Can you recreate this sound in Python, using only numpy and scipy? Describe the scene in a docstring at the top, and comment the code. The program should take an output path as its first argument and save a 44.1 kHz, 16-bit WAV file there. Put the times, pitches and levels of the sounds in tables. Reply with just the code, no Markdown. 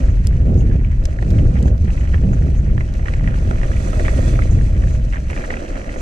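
"""Bicycle on loose gravel

Close, windy two-port microphone on the rider's chest: filtered noise buffets, swirls and roars, then drops.
Just below, trains of tiny noise cracks make the tyres rumble, crunch and crackle over the gravel.
Single stones pop from under the tread as short damped rings; chips tick on the bike as bright bursts.
Off to the right a disc brake rubs through a turn: noise hisses and drives the resonances of the disc.
"""
import sys
import numpy as np
from scipy import signal
from scipy.fft import rfft, irfft, next_fast_len
from scipy.io import wavfile
from scipy.ndimage import uniform_filter1d

SR = 44100
rng = np.random.default_rng(int(sys.argv[2]) if len(sys.argv) > 2 else 0)


def dump_mix(stems):
    """Bounce the given channels to the path in sys.argv[1] as a 16-bit WAV at rate SR."""
    frames = np.atleast_2d(stems).T  # one column per channel
    limited = np.clip(frames, -1, 1)  # hard clip at full scale
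    pcm = np.round(limited * 32767).astype(np.int16)
    wavfile.write(sys.argv[1], SR, pcm)


N = 265041
TIME = np.arange(N) / SR

# Levels are those ahead of the microphone ports. Lengths of humps are full widths at 1/e of the peak.
# Air flowing past the rider: (time [s], pressure on the microphone [dB]), before light air smooths it
BREEZE_CURVE = [(0, -12), (0.78, -13), (0.95, -14), (1.15, -20.5), (1.3, -14), (1.7, -13), (1.98, -15.5),
                (2.2, -13), (2.75, -14), (2.88, -20), (3.1, -17), (3.25, -15), (3.9, -17), (4.4, -12.5),
                (4.95, -14), (5.28, -20.5), (5.42, -27), (6, -26)]
# Gusts on the microphone: (time [s], length [s], eddy level [dB], roar level [dB])
WIND_GUSTS = [(0.534, 0.23, -21, -25), (0.714, 0.14, -24, -28.5), (1.391, 0.26, -15, -25.5),
              (1.655, 0.12, -21.5, -26), (1.863, 0.067, -25, -35.5), (2.291, 0.16, -19.5, -28),
              (2.47, 0.091, -26.5, -28.5), (2.727, 0.21, -23, -38.5), (3.269, 0.16, -23.5, -45.5),
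              (3.48, 0.08, -21, -41), (3.782, 0.057, -28, -40), (4.296, 0.32, -25, -37.5),
              (4.577, 0.1, -15, -35.5), (4.82, 0.15, -31, -41)]
# Filters for the slow pressure lumps, slow sway, quicker eddies and roar: (frequency [Hz], relative gain [dB])
BUFFET_SPECTRUM = [(12, -17.5), (22, -6), (33, 2.5), (50, 2.5), (70, 1), (95, -11), (140, -28)]
SWAY_SPECTRUM = [(12, -2), (25, 8), (45, -8), (65, -23), (90, -13)]
EDDY_SPECTRUM = [(55, -14.5), (85, 0.5), (120, -1.5), (170, -8), (250, -17.5), (400, -36)]
ROAR_SPECTRUM = [(150, -9), (230, 2), (330, -4.5), (450, -7), (700, -24), (1000, -43), (1600, -46.5)]
BREEZE_EDDY_DB, BREEZE_ROAR_DB = -8.5, -27.5  # plain breeze, relative to its pressure before smoothing
SMOOTH_BELOW_DB = -24.5  # under this pressure the flow turns smooth
EDDY_COLLAPSE = 3.3  # extra dB the breeze's eddies lose per dB under it; the lumps lose 1
SWAY_DB = -26.5
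TEAR_DB = 4.5  # the roar comes in bursts, one on each eddy: dB per unit of eddy pressure

# Brake pads rubbing the disc: (time [s], level [dB])
BRAKE_CURVE = [(3.2, -73.5), (3.36, -50.5), (3.62, -53.5), (3.8, -42), (4.05, -42), (4.25, -39.5),
               (4.36, -44), (4.48, -52.5), (4.65, -48), (4.8, -62)]
# The disc grazing a pad as the wheel flexes: (time [s], length [s], level [dB])
DISC_GRAZES = [(0.11, 0.03, -57), (0.6, 0.059, -53), (1.675, 0.045, -54), (2.0, 0.045, -55),
               (2.338, 0.021, -51), (2.58, 0.046, -52.5), (4.52, 0.039, -48.5), (4.92, 0.12, -55.5),
               (5.99, 0.039, -50)]
# Modes of the disc: (centre frequency [Hz], width [Hz], mean relative level [dB])
DISC_MODES = [(1280, 27, 2), (1887, 41, 9.5), (2600, 61, -5), (3460, 51, 2), (4100, 74, -0.5),
              (4540, 110, -8), (6000, 250, 2)]
# Filter for the hiss of the pads: (frequency [Hz], relative gain [dB])
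HISS_SPECTRUM = [(1290, -18), (2200, -4), (2600, 0), (2930, -25), (3390, -4), (3670, -9.5), (4510, -6.5),
                 (5010, -9.5), (6260, -7.5), (8550, -8.5), (9950, -15), (11400, -37.5), (13200, -27),
                 (13800, -35), (14800, -41)]
# Under the pads each mode drifts in pitch (rms share, time [s]) and in level (rms [dB] before clipping)
DISC_WANDER, DISC_WANDER_S, JUDDER_DB = .012, .05, 3

# Chips striking the bike: (time [s], peak level [dB], frequency of strongest filter gain [Hz])
CHIP_TICKS = [(0.2697, -22, 8200), (0.5421, -37, 4670), (1.038, -37, 5800), (1.0529, -20.5, 5800),
              (1.056, -27, 5800), (1.2255, -37, 6000), (1.3033, -31, 5180), (1.309, -34, 6000),
              (1.6261, -31, 7500), (1.6801, -31, 5600), (1.7783, -36, 4530), (1.8476, -37, 5260),
              (2.9381, -32, 5780), (3.1367, -35, 5450), (3.386, -34, 5200), (3.5103, -31, 5440),
              (5.308, -33, 7800), (5.461, -33, 6800)]
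# Filter for a tick brightest at 6 kHz, shifted for the others: (frequency [Hz], gain [dB])
CHIP_SPECTRUM = [(1000, -18.5), (2200, 3.5), (6000, 5), (9000, -2), (11500, -21.5), (17000, -8)]

# Loudest stones squeezed out by the tread:
# (time [s], reference level [dB], ring pitch [Hz], tyre knock relative to that level [dB])
STONE_POPS = [(0.3292, -35, 1900, -12), (0.608, -36, 2800, -12), (0.7138, -33, 1700, -10),
              (0.8478, -29, 2350, -17), (1.1877, -25, 1750, -6), (1.2256, -26.5, 1870, 6),
              (1.3848, -30, 2100, -8), (1.5678, -28, 1960, -10), (1.6801, -32, 1600, -6),
              (1.9041, -30, 2600, -9), (1.9754, -31, 2020, -12), (2.143, -20, 1800, -8),
              (2.3326, -29, 1490, 1), (2.4219, -32, 1890, -10), (2.7791, -24, 1800, -8),
              (2.8079, -23, 2050, -18), (2.994, -33, 1900, -3), (3.0574, -30, 1800, -6),
              (3.0833, -17.5, 1880, -16), (3.1373, -21.5, 2200, -12), (3.1961, -29, 1980, -12),
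              (3.2415, -29, 1910, -10), (3.2755, -19.5, 1930, -7), (3.3418, -27, 1550, -1),
              (3.5109, -21.5, 1430, 1), (3.6147, -27, 1800, -12), (3.6327, -20.5, 1950, -3),
              (3.716, -27, 1690, -8), (3.7663, -26, 2340, -8), (3.9305, -22.5, 1300, -1),
              (3.9963, -21, 1910, -5), (4.0482, -26, 1300, -3), (4.0817, -15.5, 1850, -5),
              (4.093, -25, 2100, -3), (4.3575, -27, 2230, -10), (4.3908, -20, 1350, -3),
              (4.4204, -22, 2050, -10), (4.589, -30, 1900, 0), (4.8374, -28, 1780, -12),
              (5.1348, -26, 2200, -9), (5.1437, -25, 1610, -11), (5.1584, -25, 1870, -13),
              (5.3014, -24, 2400, -9), (5.3308, -24, 2160, -4), (5.3642, -25, 1900, -10),
              (5.376, -24, 2350, -12), (5.446, -26, 1940, -5), (5.5043, -14.5, 1920, -8),
              (5.5393, -22, 1950, -10), (5.5692, -23, 2480, -2), (5.756, -27, 1800, -3),
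              (5.8431, -29, 1880, -10), (5.8925, -27, 2050, -12), (5.961, -29, 1900, 7)]
# Modes of the tyre's knock under a stone, detuned afresh each time:
# (nominal frequency [Hz], relative level [dB], decay [s])
KNOCK_MODES = [(390, -2, .006), (530, -7, .006), (660, -5, .0035)]
SCATTER_HZ = (900, 2650)  # band of the snap and of the scatter around each stone
RING_S, RING_RISE_S = .0016, .0004  # decay and rise of a large stone's ring
RING_DB, SNAP_DB, SCATTER_DB = -2.5, -8, -7.5  # relative to the stone's reference level
# Smaller pebbles: reference level over the crunch curve [dB], ring pitch [Hz]
PEBBLES_PER_S, PEBBLE_DB, PEBBLE_HZ = 95, (6, 15), (1150, 3200)
PEBBLE_KNOCK_DB, PEBBLE_RING_S = -14, .0006

# How hard the tyres work the gravel: (time [s], crunch level [dB], rumble level of the knobs [dB])
ROLLING_CURVE = [(0, -47.5, -30), (0.2, -51.5, -45), (0.42, -52, -40), (0.52, -58, -36), (0.68, -50, -49),
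                 (0.81, -51.5, -43.5), (0.98, -56.5, -45), (1.03, -53, -36), (1.22, -55, -37.5),
                 (1.33, -51, -36.5), (1.55, -54, -36), (1.69, -51.5, -38), (1.73, -58, -33.5),
                 (1.83, -59, -45.5), (1.88, -54, -39), (2.02, -46.5, -36), (2.25, -51.5, -40),
                 (2.45, -53, -42), (2.68, -51.5, -40.5), (2.85, -51.5, -40), (2.94, -50.5, -38),
                 (3.22, -48.5, -35.5), (3.42, -48.5, -32.5), (3.7, -47, -33), (4.05, -47, -27.5),
                 (4.36, -46, -29.5), (4.62, -50.5, -35.5), (4.92, -49.5, -35.5), (5.06, -54.5, -39.5),
                 (5.285, -51, -40.5), (5.305, -45.5, -32.5), (5.54, -49.5, -30.5), (5.64, -45.5, -31),
                 (6, -45.5, -33.5)]
# Fine grit crackling under the tread: (time [s], level [dB])
GRIT_CURVE = [(0, -47), (0.12, -56), (0.17, -55.5), (0.36, -57), (0.48, -59), (0.66, -57.5), (0.8, -59),
              (0.85, -60), (0.99, -59.5), (1.08, -57), (1.25, -55), (1.32, -52), (1.48, -54.5), (1.68, -53),
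              (1.725, -60), (1.83, -57.5), (1.92, -51.5), (2.13, -53.5), (2.2, -55.5), (2.46, -54.5),
              (2.7, -59.5), (2.82, -54), (3.08, -53), (3.29, -55.5), (3.37, -53.5), (4.3, -49),
              (4.66, -53.5), (4.78, -53.5), (4.88, -50), (5.05, -54.5), (5.16, -53), (5.275, -54),
              (5.31, -48), (5.57, -50), (5.7, -48.5), (5.9, -52), (6, -47)]
# The tread shoves a heap of stones aside: (time [s], length [s], crunch level [dB])
HEAP_SHOVES = [(0.735, 0.019, -47), (0.92, 0.033, -50), (1.145, 0.014, -51.5), (1.315, 0.011, -43.5),
               (1.39, 0.019, -46.5), (1.578, 0.074, -48.5), (1.875, 0.05, -46), (2.143, 0.027, -48),
               (3.066, 0.03, -42.5), (3.285, .03, -46), (3.638, 0.026, -51), (4.065, 0.029, -37.5),
               (5.152, 0.076, -43), (5.312, 0.026, -45.5), (5.378, 0.025, -53), (5.42, 0.048, -45.5),
               (5.45, 0.038, -44.5), (5.535, 0.07, -44), (5.775, 0.02, -41)]
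# Filters for the rumble, crunch and grit: (frequency [Hz], relative gain [dB])
RUMBLE_SPECTRUM = [(60, -4.5), (130, -1.5), (250, 6.5), (340, 2.5), (450, -4), (495, 0.5), (528, 2.5),
                   (560, -2), (640, -1), (740, -12.5), (900, -21.5), (1400, -18.5)]
CRUNCH_SPECTRUM = [(700, 0.5), (850, 0), (1000, -0.5), (1130, -5), (1260, -2), (1470, -3), (1750, -0.5),
                   (1910, 1.5), (2080, 0), (2450, 0), (2800, -4), (3150, -5), (3550, -16), (4200, -20)]
GRIT_SPECTRUM = [(2600, 0.5), (3050, -10.5), (3600, -9.5), (4050, -5), (5000, -9.5), (5900, -5), (6200, -7),
                 (6470, -7), (6800, -8), (7600, -10), (8800, -15.5), (11000, -25.5), (13200, -33),
                 (14800, -39)]
SHOVED_GRIT_DB = -22  # the grit that slides with a heap, relative to its crunch
PATCH_DB, PATCH_S = 1.0, .025  # looser and firmer patches: rms spread before clipping, time to cross one
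STONE_HZ, STONE_Q = (700, 3600), 2.2  # pitches of the grinding stones, sharpness of their resonance

# The two microphone ports: (frequency [Hz], likeness [0 to 1])
PORT_LIKENESS = [(30, .998), (150, .975), (350, .91), (800, .88), (1200, .68), (2000, .8), (4000, .55),
                 (7000, .3), (14000, .4)]
# Left port against right, before any shading: (frequency [Hz], level difference [dB])
PORT_LEAN = [(30, 1.5), (100, -1.1), (300, -3.5), (600, -9), (820, -4.5), (1250, -7), (1650, 2), (1950, -7),
             (2250, 2.5), (2700, -2), (4500, -0.5), (9000, -2.5), (12000, -0.5)]
# Phase by which the left port leads: (frequency [Hz], phase [rad])
PORT_LEAD = [(30, 0), (380, 0.31), (520, -0.14), (800, 4), (1400, 3.5), (1750, 1.5), (2150, -4.5),
             (2500, -5.5), (4000, -5.5), (5300, -7.5), (9000, -8.5), (14000, -15)]
EDGE_HZ = 15000  # upper band limit


def amp(db):
    """Turns decibels into an amplitude factor."""
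    return 10 ** (np.asarray(db) / 20)


def evened(x):
    """Scales to an rms of 1."""
    return x / np.sqrt(np.mean(x ** 2) + 1e-20)


def noise():
    """Two independent channels of white noise."""
    return rng.standard_normal((2, N))


def read(points, hz):
    """Joins a table of (frequency [Hz], value) on a log-frequency axis."""
    f, value = np.transpose(points)
    return np.interp(np.log(hz + 1), np.log(f + 1), value)


def follow(rows):
    """Gives the columns of a curve table at every sample."""
    s, *columns = np.transpose(rows)
    return [np.interp(TIME, s, column) for column in columns]


def swell(rows):
    """Sums smooth humps of (time [s], length [s], peak level [dB]) into one gain curve."""
    return sum(amp(db) * np.exp(-(2 * (TIME - s) / length) ** 2) for s, length, db in rows)


def drift(seconds):
    """A smooth random curve that changes within the given time; rms 1."""
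    window = np.hanning(int(2 * seconds * SR))
    return evened(signal.oaconvolve(rng.standard_normal(N), window, "same"))


def add(mix, s, sound):
    """Mixes a two-channel sound in at time s."""
    part = mix[:, max(round(s * SR), 0):][:, :sound.shape[1]]
    part += sound[:, :part.shape[1]]


def colour(x, spectrum, size=8192):
    """Minimum-phase filter with the given gains, falling 30 dB per octave past its ends; rms 1."""
    hz = abs(np.fft.fftfreq(size, 1 / SR)) + 1
    octaves_above = np.maximum(np.log2(hz / spectrum[-1][0]), 0)
    octaves_below = np.maximum(np.log2(spectrum[0][0] / hz), 0)
    gain_db = read(spectrum, hz) - 30 * (octaves_above + octaves_below)
    log_gain = np.log(amp(np.maximum(gain_db, -100)))
    # the Hilbert transform of the log gain gives the phase of a causal filter
    taps = np.fft.ifft(np.exp(np.conj(signal.hilbert(log_gain)))).real[:size // 2]
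    return evened(signal.oaconvolve(x, taps[None], axes=1)[:, :N])


def resonance(x, hz, width):
    """One resonant mode, fixed or moving, driven by x; rms 1."""
    turn = np.exp(2j * np.pi * np.cumsum(hz * np.ones(N)) / SR)
    r = np.exp(-np.pi * width / SR)
    # shift the mode down to 0 Hz, smooth, shift back
    return evened((turn * signal.lfilter([1 - r], [1, -r], x / turn)).real)


def steadied(x, seconds):
    """Evens out the slow swells of a noise, leaving its fast flutter."""
    power = uniform_filter1d(x ** 2, max(int(seconds * SR), 2), axis=1)
    return x / np.sqrt(abs(power) + 1e-4)


def crack(t, decay_s, tail_db, tail_s):
    """A stone's brief rough crack and the fainter shifting of its neighbours, as decaying noise."""
    envelope = np.exp(-t / decay_s) + amp(tail_db) * np.exp(-t / tail_s)
    return rng.standard_normal((2, len(t))) * envelope


def grains(per_s, spread_db, decay_s, tail_db, tail_s, clump_db, pitch_hz=None, count=20):
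    """Many kinds of grain crack at random, most small, a few large, in clumps; with pitch_hz each kind rings."""
    t, out = np.arange(1500) / SR, np.zeros((2, N))
    clumps = amp(clump_db * evened(uniform_filter1d(rng.standard_normal(N), SR // 30)))
    size = amp(spread_db * np.minimum(rng.exponential(1, N), 4.5)) * clumps
    starts = rng.random(N) < per_s / SR
    kind = rng.integers(0, count, N)
    pitches = np.linspace(*pitch_hz, count) if pitch_hz else None
    for k in range(count):
        grain = crack(t, decay_s, tail_db, tail_s)
        if pitch_hz:
            grain = evened(signal.lfilter(*signal.iirpeak(pitches[k], STONE_Q, fs=SR), grain))
        strikes = size * starts * (kind == k)
        out += signal.oaconvolve(strikes[None], grain, axes=1)[:, :N]
    return out


def wind():
    """Slow pressure lumps and quicker eddies press on the microphone; hard gusts break into a ragged roar."""
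    pressure_db, = follow(BREEZE_CURVE)
    buffet = steadied(colour(noise(), BUFFET_SPECTRUM), seconds=0.088)
    eddies = steadied(colour(noise(), EDDY_SPECTRUM), seconds=0.14)
    roar = steadied(colour(noise(), ROAR_SPECTRUM), seconds=0.052)
    sway = steadied(colour(noise(), SWAY_SPECTRUM), seconds=0.49)
    # in light air the lumps and the breeze's eddies fade further, and the steady slow sway shows
    calm_db = np.minimum(pressure_db - SMOOTH_BELOW_DB, 0)
    ragged = evened(amp(TEAR_DB * np.clip(eddies[0], -2, 2)))
    gust_eddies = swell((s, length, db) for s, length, db, _ in WIND_GUSTS)
    gust_roar = swell((s, length, db) for s, length, _, db in WIND_GUSTS)
    eddy_gain = amp(pressure_db + BREEZE_EDDY_DB + EDDY_COLLAPSE * calm_db) + gust_eddies
    roar_gain = amp(pressure_db + BREEZE_ROAR_DB) + gust_roar
    return (amp(pressure_db + calm_db) * buffet + eddy_gain * eddies
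            + roar_gain * ragged * roar + amp(SWAY_DB) * sway)


def brake():
    """Pad friction hisses and sets the modes of the disc humming; a light graze sounds only a high mode."""
    level_db, = follow(BRAKE_CURVE)
    friction = noise()
    ring = np.zeros((2, N))
    for hz, width, db in DISC_MODES:
        judder_db = JUDDER_DB * np.clip(drift(DISC_WANDER_S), -2, 2)
        moving_hz = hz * (1 + DISC_WANDER * drift(DISC_WANDER_S))
        ring += amp(db + judder_db) * resonance(friction, moving_hz, width)
    hiss = colour(grains(per_s=2200, spread_db=1.8, decay_s=0.0007, tail_db=-14, tail_s=0.0045,
                         clump_db=1.1), HISS_SPECTRUM)
    graze = resonance(resonance(friction, hz=6500, width=550), hz=6600, width=2200)
    rub = amp(-5.0) * hiss + amp(-6.5) * evened(ring)
    return amp(level_db) * rub + swell(DISC_GRAZES) * graze


def ticks():
    """Chips hit hard parts of the bike: a bright crack of a few milliseconds with a fainter tail."""
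    t, out = np.arange(SR // 20) / SR, np.zeros((2, N))
    hz = np.fft.rfftfreq(len(t), 1 / SR) + 1
    for s, db, bright_hz in CHIP_TICKS:
        shape = amp(read(CHIP_SPECTRUM, hz * 6000 / bright_hz))
        burst = crack(t, decay_s=.0013, tail_db=-21, tail_s=.007)
        burst = np.roll(burst, SR // 1000, axis=1)  # 1 ms of space ahead of the onset
        tick = irfft(rfft(burst) * shape, len(t))
        add(out, s, amp(db) * tick / abs(tick[0]).max())
    return out


def stone(db, hz, knock_db, ring_s=RING_S):
    """A stone snaps free with a few cycles of ring, a knock from the tyre and a little scatter."""
    t = np.arange(SR // 20) / SR
    band = signal.butter(3, SCATTER_HZ, "band", fs=SR, output="sos")
    snap = signal.sosfilt(band, np.exp(-t / .00015))
    ring = np.sin(2 * np.pi * hz * t) * np.exp(-t / ring_s) * (1 - np.exp(-t / RING_RISE_S))
    knock = np.zeros(len(t))
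    for mode_hz, mode_db, decay_s in KNOCK_MODES:
        detuned_hz = mode_hz * rng.uniform(.92, 1.08)
        knock += amp(mode_db) * np.exp(-t / decay_s) * np.sin(2 * np.pi * detuned_hz * t)
    scatter = signal.sosfilt(band, crack(t, decay_s=2 * ring_s, tail_db=-11, tail_s=9 * ring_s))
    pop = amp(SCATTER_DB) * scatter / abs(scatter).max()
    # ring, snap and knock go only into the signal that both ports share
    pop[0] += amp(RING_DB) * ring / abs(ring).max()
    pop[0] += amp(SNAP_DB) * snap / abs(snap).max()
    pop[0] += amp(knock_db) * knock
    return amp(db) * pop


def pops():
    """Large stones pop from under the tread; small pebbles click at random, each at its own pitch."""
    out = np.zeros((2, N))
    for s, *row in STONE_POPS:
        add(out, s, stone(*row))
    crunch_db, _ = follow(ROLLING_CURVE)
    for when, size, pitch in rng.random((int(PEBBLES_PER_S * N / SR), 3)):
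        at = int(when * N)
        db = crunch_db[at] + np.interp(size ** 2, [0, 1], PEBBLE_DB)  # squared: mostly small ones
        hz = np.interp(pitch, [0, 1], PEBBLE_HZ)
        add(out, at / SR, stone(db, hz, PEBBLE_KNOCK_DB, PEBBLE_RING_S))
    return out


def tyres():
    """Knobs drum on the ground; stones grind and grit crackles, in looser and firmer patches."""
    crunch_db, rumble_db = follow(ROLLING_CURVE)
    grit_db, = follow(GRIT_CURVE)
    rumble = colour(grains(per_s=1000, spread_db=1.5, decay_s=0.0025, tail_db=-10.5, tail_s=0.0064,
                           clump_db=1.8), RUMBLE_SPECTRUM)
    crunch = colour(grains(per_s=650, spread_db=3.6, decay_s=.0009, tail_db=-19, tail_s=.012,
                           clump_db=1.2, pitch_hz=STONE_HZ), CRUNCH_SPECTRUM)
    grit = colour(grains(per_s=2400, spread_db=2.6, decay_s=0.0009, tail_db=-13, tail_s=0.012,
                         clump_db=1.3), GRIT_SPECTRUM)
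    patch_db = PATCH_DB * np.clip(drift(PATCH_S), -2, 2)
    shoved = swell(HEAP_SHOVES)
    crunch_gain = amp(crunch_db + patch_db) + shoved
    grit_gain = amp(grit_db + patch_db) + amp(SHOVED_GRIT_DB) * shoved
    return (amp(rumble_db) * steadied(rumble, seconds=0.25)
            + crunch_gain * steadied(crunch, seconds=0.073)
            + grit_gain * steadied(grit, seconds=0.16))


def ports(x, shade_db=0):
    """Turns a shared and an unshared signal into two ports, whose housing tilts level and phase.

    A source off to the right is quieter at the left port, by about shade_db up to 3 kHz
    and about half that from 9 kHz.
    """
    size = next_fast_len(N + SR // 10)
    hz = np.fft.rfftfreq(size, 1 / SR)
    shared, apart = rfft(x, size)
    same = np.clip(read(PORT_LIKENESS, hz), 0, 1)
    shadow_db = shade_db * read([(3000, 0.97), (9000, 0.47)], hz)
    left_gain = amp(read(PORT_LEAN, hz) - shadow_db) * np.exp(1j * read(PORT_LEAD, hz))
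    left = left_gain * (same * shared + np.sqrt(1 - same ** 2) * apart)
    # dividing by this keeps the sum of both ports flat
    centre = np.sqrt(1 + abs(left_gain) ** 2 + 2 * same * left_gain.real) / 2
    return irfft(np.array([left, shared]) / np.maximum(centre, .1), size)[:, :N]


def scene():
    """Wind, tyres, stones, chips and brake as they reach the chest; chips and brake lie to the right."""
    ahead = ports(wind() + tyres() + pops())
    return ahead + ports(ticks(), shade_db=2.5) + ports(brake(), shade_db=12.0)


def record(dry):
    """Rounds off the strongest buffets, below about 400 Hz, then limits the band."""
    low = signal.sosfiltfilt(signal.butter(2, 400, fs=SR, output="sos"), dry)
    ceiling = .82  # the low band never exceeds this amplitude
    rounded_low = low / (1 + (low / ceiling) ** 4) ** (1 / 4)
    band_limit = signal.firwin(511, EDGE_HZ, window=("kaiser", 9), fs=SR)
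    return signal.oaconvolve(dry - low + rounded_low, band_limit[None], "same")


dry = scene()
out = record(dry)
dump_mix(out)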